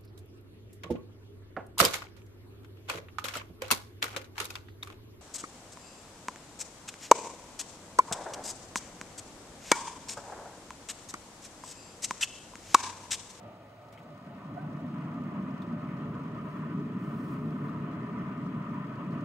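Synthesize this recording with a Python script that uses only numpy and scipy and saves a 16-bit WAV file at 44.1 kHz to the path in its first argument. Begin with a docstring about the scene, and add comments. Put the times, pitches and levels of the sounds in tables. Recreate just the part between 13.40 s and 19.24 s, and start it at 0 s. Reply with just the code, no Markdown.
"""Outdoors at a pellet grill: its blower whirs while a hand lifts the steel lid, which unsticks and groans.
With the lid open the fire's roar and the draught come out of the barrel: noise shaped by resonances.
The whir is noise in a housing plus a blade tone, the groan is two gliding notes, and hot metal ticks in
short rings and snaps. Embers crackle in tiny puffs of noise, over hiss, and something soft rustles near
a pair of close-set microphones."""
import sys
import numpy as np
from scipy import signal
from scipy.fft import rfft, irfft, next_fast_len
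from scipy.io import wavfile
from scipy.ndimage import uniform_filter1d, map_coordinates

SR = 44100
rng = np.random.default_rng(int(sys.argv[2]) if len(sys.argv) > 2 else 0)


def master_out(mix):
    """Clip the mix to full scale and print it as 16-bit PCM to the path in sys.argv[1]."""
    frames = np.transpose(np.atleast_2d(mix))
    ceiling = np.clip(frames, -1, 1)
    pcm = np.round(ceiling * 32767).astype(np.int16)
    wavfile.write(sys.argv[1], SR, pcm)


def voltage_ratio(decibels):
    """Convert decibels (scalar or array-like) to amplitude ratios, 20 dB per decade."""
    exponent = np.asarray(decibels, float) / 20
    return 10 ** exponent


N = 257544  # length in samples
TIME = np.arange(N) / SR  # seconds

# The lid's swing: the start and the end of its way up, both in seconds.
LID_SWING = [0.48, 1.44]


def unit(x):
    """Scale a sound to rms 1."""
    return x / np.sqrt(np.mean(x ** 2) + 1e-20)


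def along(points, hz):
    """Read (Hz, value) points on a log frequency axis."""
    f, v = np.transpose(points)
    return np.interp(np.log(hz + 1), np.log(f + 1), v)


def curves(rows):
    """Turn each column after the time into one value per sample."""
    s, *columns = np.transpose(rows)
    return [np.interp(TIME, s, column) for column in columns]


def wobble(rate):
    """A smooth random curve through `rate` random points a second."""
    points = rng.standard_normal(int(N * rate / SR) + 4)
    return map_coordinates(points, [np.arange(N) * rate / SR])


def filtered(x, response):
    """Multiply the spectrum of x by a response that depends on frequency."""
    m = next_fast_len(N + 8192)
    return irfft(rfft(x, m) * response(np.fft.rfftfreq(m, 1 / SR)), m)[..., :N]


def resonant(modes):
    """The gain of steep resonances whose powers add."""
    def gain(hz):
        return np.sqrt(sum(voltage_ratio(2 * db) / (1 + (2 * (hz - centre) / width) ** 2) ** 2
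                           for centre, width, db in modes))
    return gain


def spread(common, own):
    """Two microphones hear a common part, which arrives late on the left, and a part that differs."""
    # Share of sound the microphones have in common. Each row: frequency in Hz, likeness from 0 to 1.
    alike = [(60, 0.97), (140, 1), (330, 0.98), (500, 0.86), (800, 0.77), (1200, 0.54), (1800, 0.6),
             (2700, 0.1), (4200, 0.31), (6000, 0.09), (16000, .3)]
    # Balance of the pair. Each row: frequency in Hz, left minus right in dB.
    lean = [(60, -0.5), (130, 0.5), (290, 0), (640, 0), (1410, 1), (3100, 1), (6820, 4.5), (15000, -5)]
    lag_ms = 0.087  # left behind right

    def paths(hz):
        turn = np.arccos(np.clip(along(alike, hz), 0, 1)) / 2
        # each side takes half of the balance and half of the lag
        tilt = voltage_ratio(along(lean, hz) / 2) * np.exp(-1j * np.pi * hz * lag_ms / 1000)
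        left = [np.cos(turn) * tilt, np.sin(turn) * tilt]
        right = [np.cos(turn) / tilt, -np.sin(turn) / tilt]
        return np.array([left, right])
    return filtered(np.array([common, own]), paths).sum(axis=1)


def rush(gain, patchy_db):
    """Coloured stereo noise of rms 1, with random patches in time and pitch that are louder or softer."""
    z = signal.stft(rng.standard_normal((2, N)), nperseg=512)[2]
    patches = uniform_filter1d(rng.standard_normal(z.shape[1:]), size=5, axis=0)
    patches = uniform_filter1d(patches, size=10, axis=1)
    pair = signal.istft(z * voltage_ratio(patchy_db * unit(patches)), nperseg=512)[1][:, :N]
    return unit(spread(*filtered(pair, gain)))


def opened():
    """How far the lid is up, from 0 to 1."""
    return np.interp(TIME, LID_SWING, [0, 1])


def flame():
    """A turbulent, fluttering flame rings the low air resonances of the barrel."""
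    # Roar out of the barrel. Each row: time in seconds, level in dB.
    roar_level = [(0, -56), (.37, -66.5), (.6, -59.5), (.72, -46), (.78, -56.5), (.84, -50.5), (.93, -46.5),
                  (1.05, -44.5), (1.13, -41), (1.3, -39), (1.5, -38.5), (1.95, -35.5), (2.6, -36.5),
                  (3.25, -37.5), (3.4, -33.5), (3.6, -35.5), (4.2, -35.5), (5.0, -36.5), (5.5, -37.5),
                  (5.84, -35.5)]
    # Air resonances of the barrel. Each row: frequency in Hz, width in Hz, level in dB.
    barrel = [(62, 30, -50), (115, 17, -10), (152.1, 31.6, 1), (186.4, 24, -1), (227.4, 71, -3),
              (284, 81.6, -7), (343, 8.1, -17.5), (409, 63, -16)]
    # Changing colour. Each row: time in seconds, upper over lower half in dB, top resonance in dB.
    roar_colour = [(.4, -3, 1), (1.2, 6, -5), (2.0, 2.5, -4), (2.9, -2, 2.5), (3.6, 2, 1), (4.4, -3.5, 2.5),
                   (5.84, -3, 0)]
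    roar_db, = curves(roar_level)
    tilt_db, top_db = curves(roar_colour)
    roar = rush(resonant(barrel), patchy_db=0.4)
    low = filtered(roar, lambda hz: 1 / (1 + (hz / 210) ** 4))
    top = filtered(roar, lambda hz: 1 / (1 + (350 / (hz + 1)) ** 16))
    middle = roar - low - top
    roar = voltage_ratio(-tilt_db / 2) * low + voltage_ratio(tilt_db / 2) * middle + voltage_ratio(top_db) * top
    return voltage_ratio(roar_db + 0.73 * wobble(9)) * roar


def draught():
    """Rushing air rings the higher barrel resonances and gets louder as the lid goes up."""
    # Resonances of the barrel. Each row: frequency in Hz, width in Hz, level in dB.
    barrel = [(890, 56, -14), (959, 18, -3), (1006.6, 93, 1.5), (1097, 62, -2), (1153, 87, -3.5),
              (1233, 116, 2), (1303, 39, -3), (1347, 52, -5), (1440, 78, -8), (1505, 59, -7),
              (1643, 110, -12.5), (1803, 98, -8), (1873, 110, -13), (2013, 200, -14), (2130, 43, -15),
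              (2266, 110, -15.5), (2507, 215, -17), (2760, 200, -19.5), (3054, 235, -22),
              (3354, 110, -22.5)]
    shut_db, open_db, growth_db_per_s = -65, -51.5, 1
    level_db = shut_db + (open_db - shut_db) * opened() ** 0.79
    level_db = level_db + growth_db_per_s * np.minimum(TIME, 4.2)  # grows slowly, then levels off
    gusts_db = 0.7 * wobble(7) + 0.93 * wobble(25)
    return voltage_ratio(level_db + gusts_db) * rush(resonant(barrel), patchy_db=1.15)


def blower():
    """Air noise rings the blower housing, with a slightly unsteady tone from the blades."""
    # Resonances of the housing. Each row: frequency in Hz, width in Hz, level in dB.
    housing = [(61.6, 29, -11.5), (109.8, 25.3, 5), (166, 110, -12), (260, 77, -4.5), (383, 330, -10),
               (599.4, 101, 0), (690, 95, -3.5), (851.5, 48, -8), (913, 110, -11), (1226, 190, -8),
               (1477, 92, -14), (1920, 420, -20), (2370, 1260, -22), (3040, 410, -26.5)]
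    # Change of the whir between 650 and 950 Hz. Each row: time in seconds, level in dB.
    band_level = [(0, 2.5), (1.8, 2), (3.2, -2.5), (4.5, 0)]
    whir = rush(resonant(housing), patchy_db=1.03)
    band = filtered(whir, lambda hz: (hz > 650) & (hz < 950))
    band_db, = curves(band_level)
    whir = whir + (voltage_ratio(band_db) - 1) * band

    blade_hz = 475 + 1.68 * wobble(5)
    tone_db = -22.0 + 2.6 * opened() + 4.9 * wobble(5)  # against the whir
    tone = voltage_ratio(tone_db) * np.sin(2 * np.pi * np.cumsum(blade_hz) / SR)

    # the whir dims a little early on and returns as the lid lifts
    dim_s, dim_db = 0.16, 2
    dimming_db = np.interp(TIME, [dim_s - 0.04, dim_s + 0.035, *LID_SWING], [0, dim_db, dim_db, 0])
    # it dips briefly as the lid clears the rim
    dip_s, dip_db = 0.798, 5.5
    dipping_db = dip_db * np.exp(-((TIME - dip_s) / 0.025) ** 2)
    waver_db = 0.65 * wobble(2.8)
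    return voltage_ratio(-50 - dimming_db - dipping_db + waver_db) * (whir + tone)


def hinge():
    """The hinge groans unevenly: a low note and one about an octave up, both slightly rough."""
    # The groan while the lid is still on its way up. Each row: time in seconds, low note in Hz,
    # its level in dB, upper note in Hz, its level in dB.
    groan_notes = [(1.161, 690, -64, 1428, -75), (1.166, 715, -47, 1430, -64), (1.176, 710, -43, 1466, -57),
                   (1.182, 706, -35, 1485, -58), (1.188, 707, -56, 1505, -56), (1.205, 762, -51, 1550, -55),
                   (1.216, 765, -57, 1557, -73), (1.234, 748, -49, 1486, -68), (1.25, 699, -54, 1480, -61),
                   (1.285, 720, -67, 1510, -66)]
    first, last = groan_notes[0], groan_notes[-1]
    fade_in = (first[0] - 0.01, first[1], -120, first[3], -120)
    fade_out = (last[0] + 0.01, last[1], -120, last[3], -120)
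    low_hz, low_db, upper_hz, upper_db = curves([fade_in, *groan_notes, fade_out])
    phase_step = 2 * np.pi * (1 + 0.0091 * wobble(140)) / SR  # both pitches shake together
    low = voltage_ratio(low_db) * np.sin(np.cumsum(low_hz * phase_step))
    upper = voltage_ratio(upper_db + 1.5 * wobble(150)) * np.sin(np.cumsum(upper_hz * phase_step))
    groan = np.sqrt(2) * (low + upper)
    late = np.roll(groan, round(0.00045 * SR))
    return spread(groan, 1.6 * late)


def ticks():
    """Hot steel ticks: a mode and four weaker neighbours ring over a broad dying snap with a bright edge."""
    # Ticks of the steel. Each row: start in seconds, ring level in dB, pitch in Hz,
    # time for the ring to fall 60 dB in seconds, snap level in dB.
    tick_rows = [(0.525, -56, 7400, .004, -61), (0.525, -60, 9000, .004, -70), (.5270, -73, 5460, .02, -63),
                 (0.53, -71, 2280, .05, -66), (.539, -74, 5700, .03, -63), (.548, -67, 2260, .04, -74),
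                 (.5758, -59, 2130, .03, -80), (0.576, -64, 3120, .03, -79), (.5805, -64, 2200, .025, -67),
                 (.584, -61, 2830, .02, -78), (0.59, -66, 2320, .02, -67), (.5945, -67, 2600, .02, -72),
                 (.600, -68, 2600, .02, -74), (.628, -73, 6900, .02, -69), (0.776, -74, 6000, .02, -69),
                 (2.174, -59, 2220, 0.035, -76), (2.219, -61, 4050, 0.015, -61.5),
                 (2.2205, -58, 3650, 0.027, -68), (2.227, -69, 3400, .04, -77),
                 (2.326, -71, 5000, .02, -72), (2.49, -58, 2100, .05, -76), (2.9568, -73, 4500, .02, -73),
                 (3.011, -75, 5000, .02, -69), (4.105, -72, 5000, .03, -71), (4.285, -65, 3600, .03, -74),
                 (5.335, -60, 2100, .03, -71), (5.553, -67, 4300, .025, -75), (5.709, -76, 6000, .015, -76),
                 (5.7196, -68, 4300, .02, -74), (5.742, -76, 7000, .03, -74), (5.806, -72, 6500, .02, -67)]
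    pitch_spread, left_over_right_db = 0.09, 3
    snap_t60_s, snap_hz, snap_db_per_oct = 0.082, 2500, -10.5  # decay, lower edge, slope
    edge_db, edge_t60_s, edge_hz = -6, 0.035, 6300  # level over the snap, decay, lower edge
    out = np.zeros((2, N + SR))
    t = np.arange(SR // 8) / SR
    grid = np.fft.rfftfreq(len(t), 1 / SR) + 1
    snap_gain = voltage_ratio(snap_db_per_oct * np.log2(grid / snap_hz)) / np.sqrt(1 + (snap_hz / grid) ** 8)
    edge_gain = 1 / np.sqrt(1 + (edge_hz / grid) ** 4)
    sides = voltage_ratio([[left_over_right_db / 2], [-left_over_right_db / 2]])
    for start_s, ring_db, hz, t60_s, snap_db in tick_rows:
        near_hz = hz * (1 + pitch_spread * rng.standard_normal((2, 4, 1)))
        neighbours = np.sin(2 * np.pi * near_hz * t).sum(axis=1)
        ring = np.sqrt(2) * (np.sin(2 * np.pi * hz * t) + 0.78 * neighbours)
        common, own = rng.standard_normal((2, len(t)))
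        snap = unit(irfft(rfft(common + np.outer([0.8, -0.8], own)) * snap_gain, len(t)))
        edge = unit(irfft(rfft(common + np.outer([0.5, -0.5], own)) * edge_gain, len(t)))
        noise = voltage_ratio(-60 * t / snap_t60_s) * snap + voltage_ratio(edge_db - 60 * t / edge_t60_s) * edge
        burst = voltage_ratio(ring_db - 60 * t / t60_s) * ring + voltage_ratio(snap_db) * noise
        burst = burst * (1 - np.exp(-t / 0.00056))  # quick, soft start
        out[:, round(start_s * SR):][:, :len(t)] += burst * sides
    return out[:, :N]


def embers():
    """Embers spit sparks at random moments, each a few milliseconds of noise."""
    sparks = (rng.random(N) < 170 / SR) * voltage_ratio(rng.normal(0, 1.8, N))  # about 170 a second
    puffs = np.convolve(sparks, voltage_ratio(-60 * np.arange(SR // 20) / SR / 0.018))[:N]
    puffs = puffs ** 0.65  # keeps sparks that fall together from standing out, and lengthens the decay
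    noise = puffs * rng.standard_normal((2, N))
    colour = lambda hz: np.exp(-(np.log(hz / 4200 + 1e-9) / 0.7) ** 2)
    crackle = unit(spread(*filtered(noise, colour)))
    lid_db = 2.6 * (opened() - 1.5)  # the shut lid muffles the embers
    return voltage_ratio(-74 + lid_db) * crackle


def rustle():
    """Something soft rubs midway between the microphones: patchy noise that swells and trails off."""
    # Swells of the rustle. Each row: time in seconds, level in dB.
    swells = [(2.99, -92), (3.05, -79), (3.2, -78), (3.26, -89), (3.57, -89), (3.62, -74), (3.8, -71.5),
              (3.85, -69.5), (3.92, -69.5), (3.97, -75.5), (4.2, -79), (4.27, -76.5), (4.42, -89)]
    # Colour of the rustle. Each row: frequency in Hz, level in dB per Hz.
    cloth = [(2000, -46), (4000, 5.5), (7000, -1), (9000, 1.5), (11500, -5), (13500, -2), (15000, 2),
             (17000, -2.5)]
    fade_in, fade_out = (swells[0][0] - 0.05, -120), (swells[-1][0] + 0.05, -120)
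    level_db, = curves([fade_in, *swells, fade_out])
    pair = rush(lambda hz: voltage_ratio(along(cloth, hz)), patchy_db=0.4)
    rub = unit(pair.mean(axis=0))
    return voltage_ratio(level_db + 0.8 * wobble(40)) * rub


def hiss():
    """Open-air hiss: steady, slightly patchy noise with faint resonances."""
    # Colour of the hiss. Each row: frequency in Hz, level in dB per Hz.
    air_colour = [(1940, -19), (3300, -11), (3570, -7.5), (3880, -8.5), (4200, -9), (5730, -15),
                  (7390, -14), (8300, -17.5), (10500, -20), (15100, -20.5), (15600, -15.5)]
    # Faint resonances in it. Each row: frequency in Hz, width in Hz, gain in dB.
    whistles = [(3920, 110, 6), (4720, 80, 4.5), (6350, 250, 4.5), (7470, 160, 2.5), (8500, 150, 5.5),
                (9200, 120, 1.5), (15700, 250, 3)]

    def gain(hz):
        peaks_db = sum(db / (1 + (2 * (hz - centre) / width) ** 2) for centre, width, db in whistles)
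        return voltage_ratio(along(air_colour, hz) + peaks_db)
    return voltage_ratio(-70.5) * rush(gain, patchy_db=0.6)


def scene():
    """All sources at the two microphones; all but the ticks and groan drift slowly left, then stay."""
    left_over_right_db = -0.4 + 0.14 * np.minimum(TIME, 4)
    sides = voltage_ratio([left_over_right_db / 2, -left_over_right_db / 2])
    drifting = flame() + draught() + blower() + embers() + rustle() + hiss()
    return drifting * sides + hinge() + ticks()


def low_pass(x):
    """Removes everything above the highest recorded frequency."""
    return signal.sosfilt(signal.butter(12, 16430, fs=SR, output="sos"), x)


def record(dry):
    """Deep bass and extreme treble are lost, and the treble's stereo width drops out where it is quiet."""
    mono_hz, top_hz = 6250, 15750  # stereo width can drop out from mono_hz up
    mid, side = (dry[0] + dry[1]) / 2, (dry[0] - dry[1]) / 2
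    hz, _, z = signal.stft(side, SR, nperseg=1024)
    hz = hz[:, None]
    level_db = 10 * np.log10(uniform_filter1d(np.abs(z) ** 2, size=14, axis=0) + 1e-20)
    # width stays where it exceeds its usual level by a margin that rises with frequency
    usual_db = np.median(level_db, axis=1, keepdims=True)
    needed_db = usual_db + 3.0 + 0.99 * (hz - mono_hz) / 1000
    kept = (hz < mono_hz) | (level_db > needed_db)
    side = signal.istft(z * kept, SR, nperseg=1024)[1][:N]
    band = lambda hz: (hz < top_hz) / np.sqrt(1 + (56 / (hz + 1)) ** 8)
    mix = filtered(np.array([mid + side, mid - side]), band)
    return low_pass(mix)


dry = scene()
out = record(dry)
master_out(out)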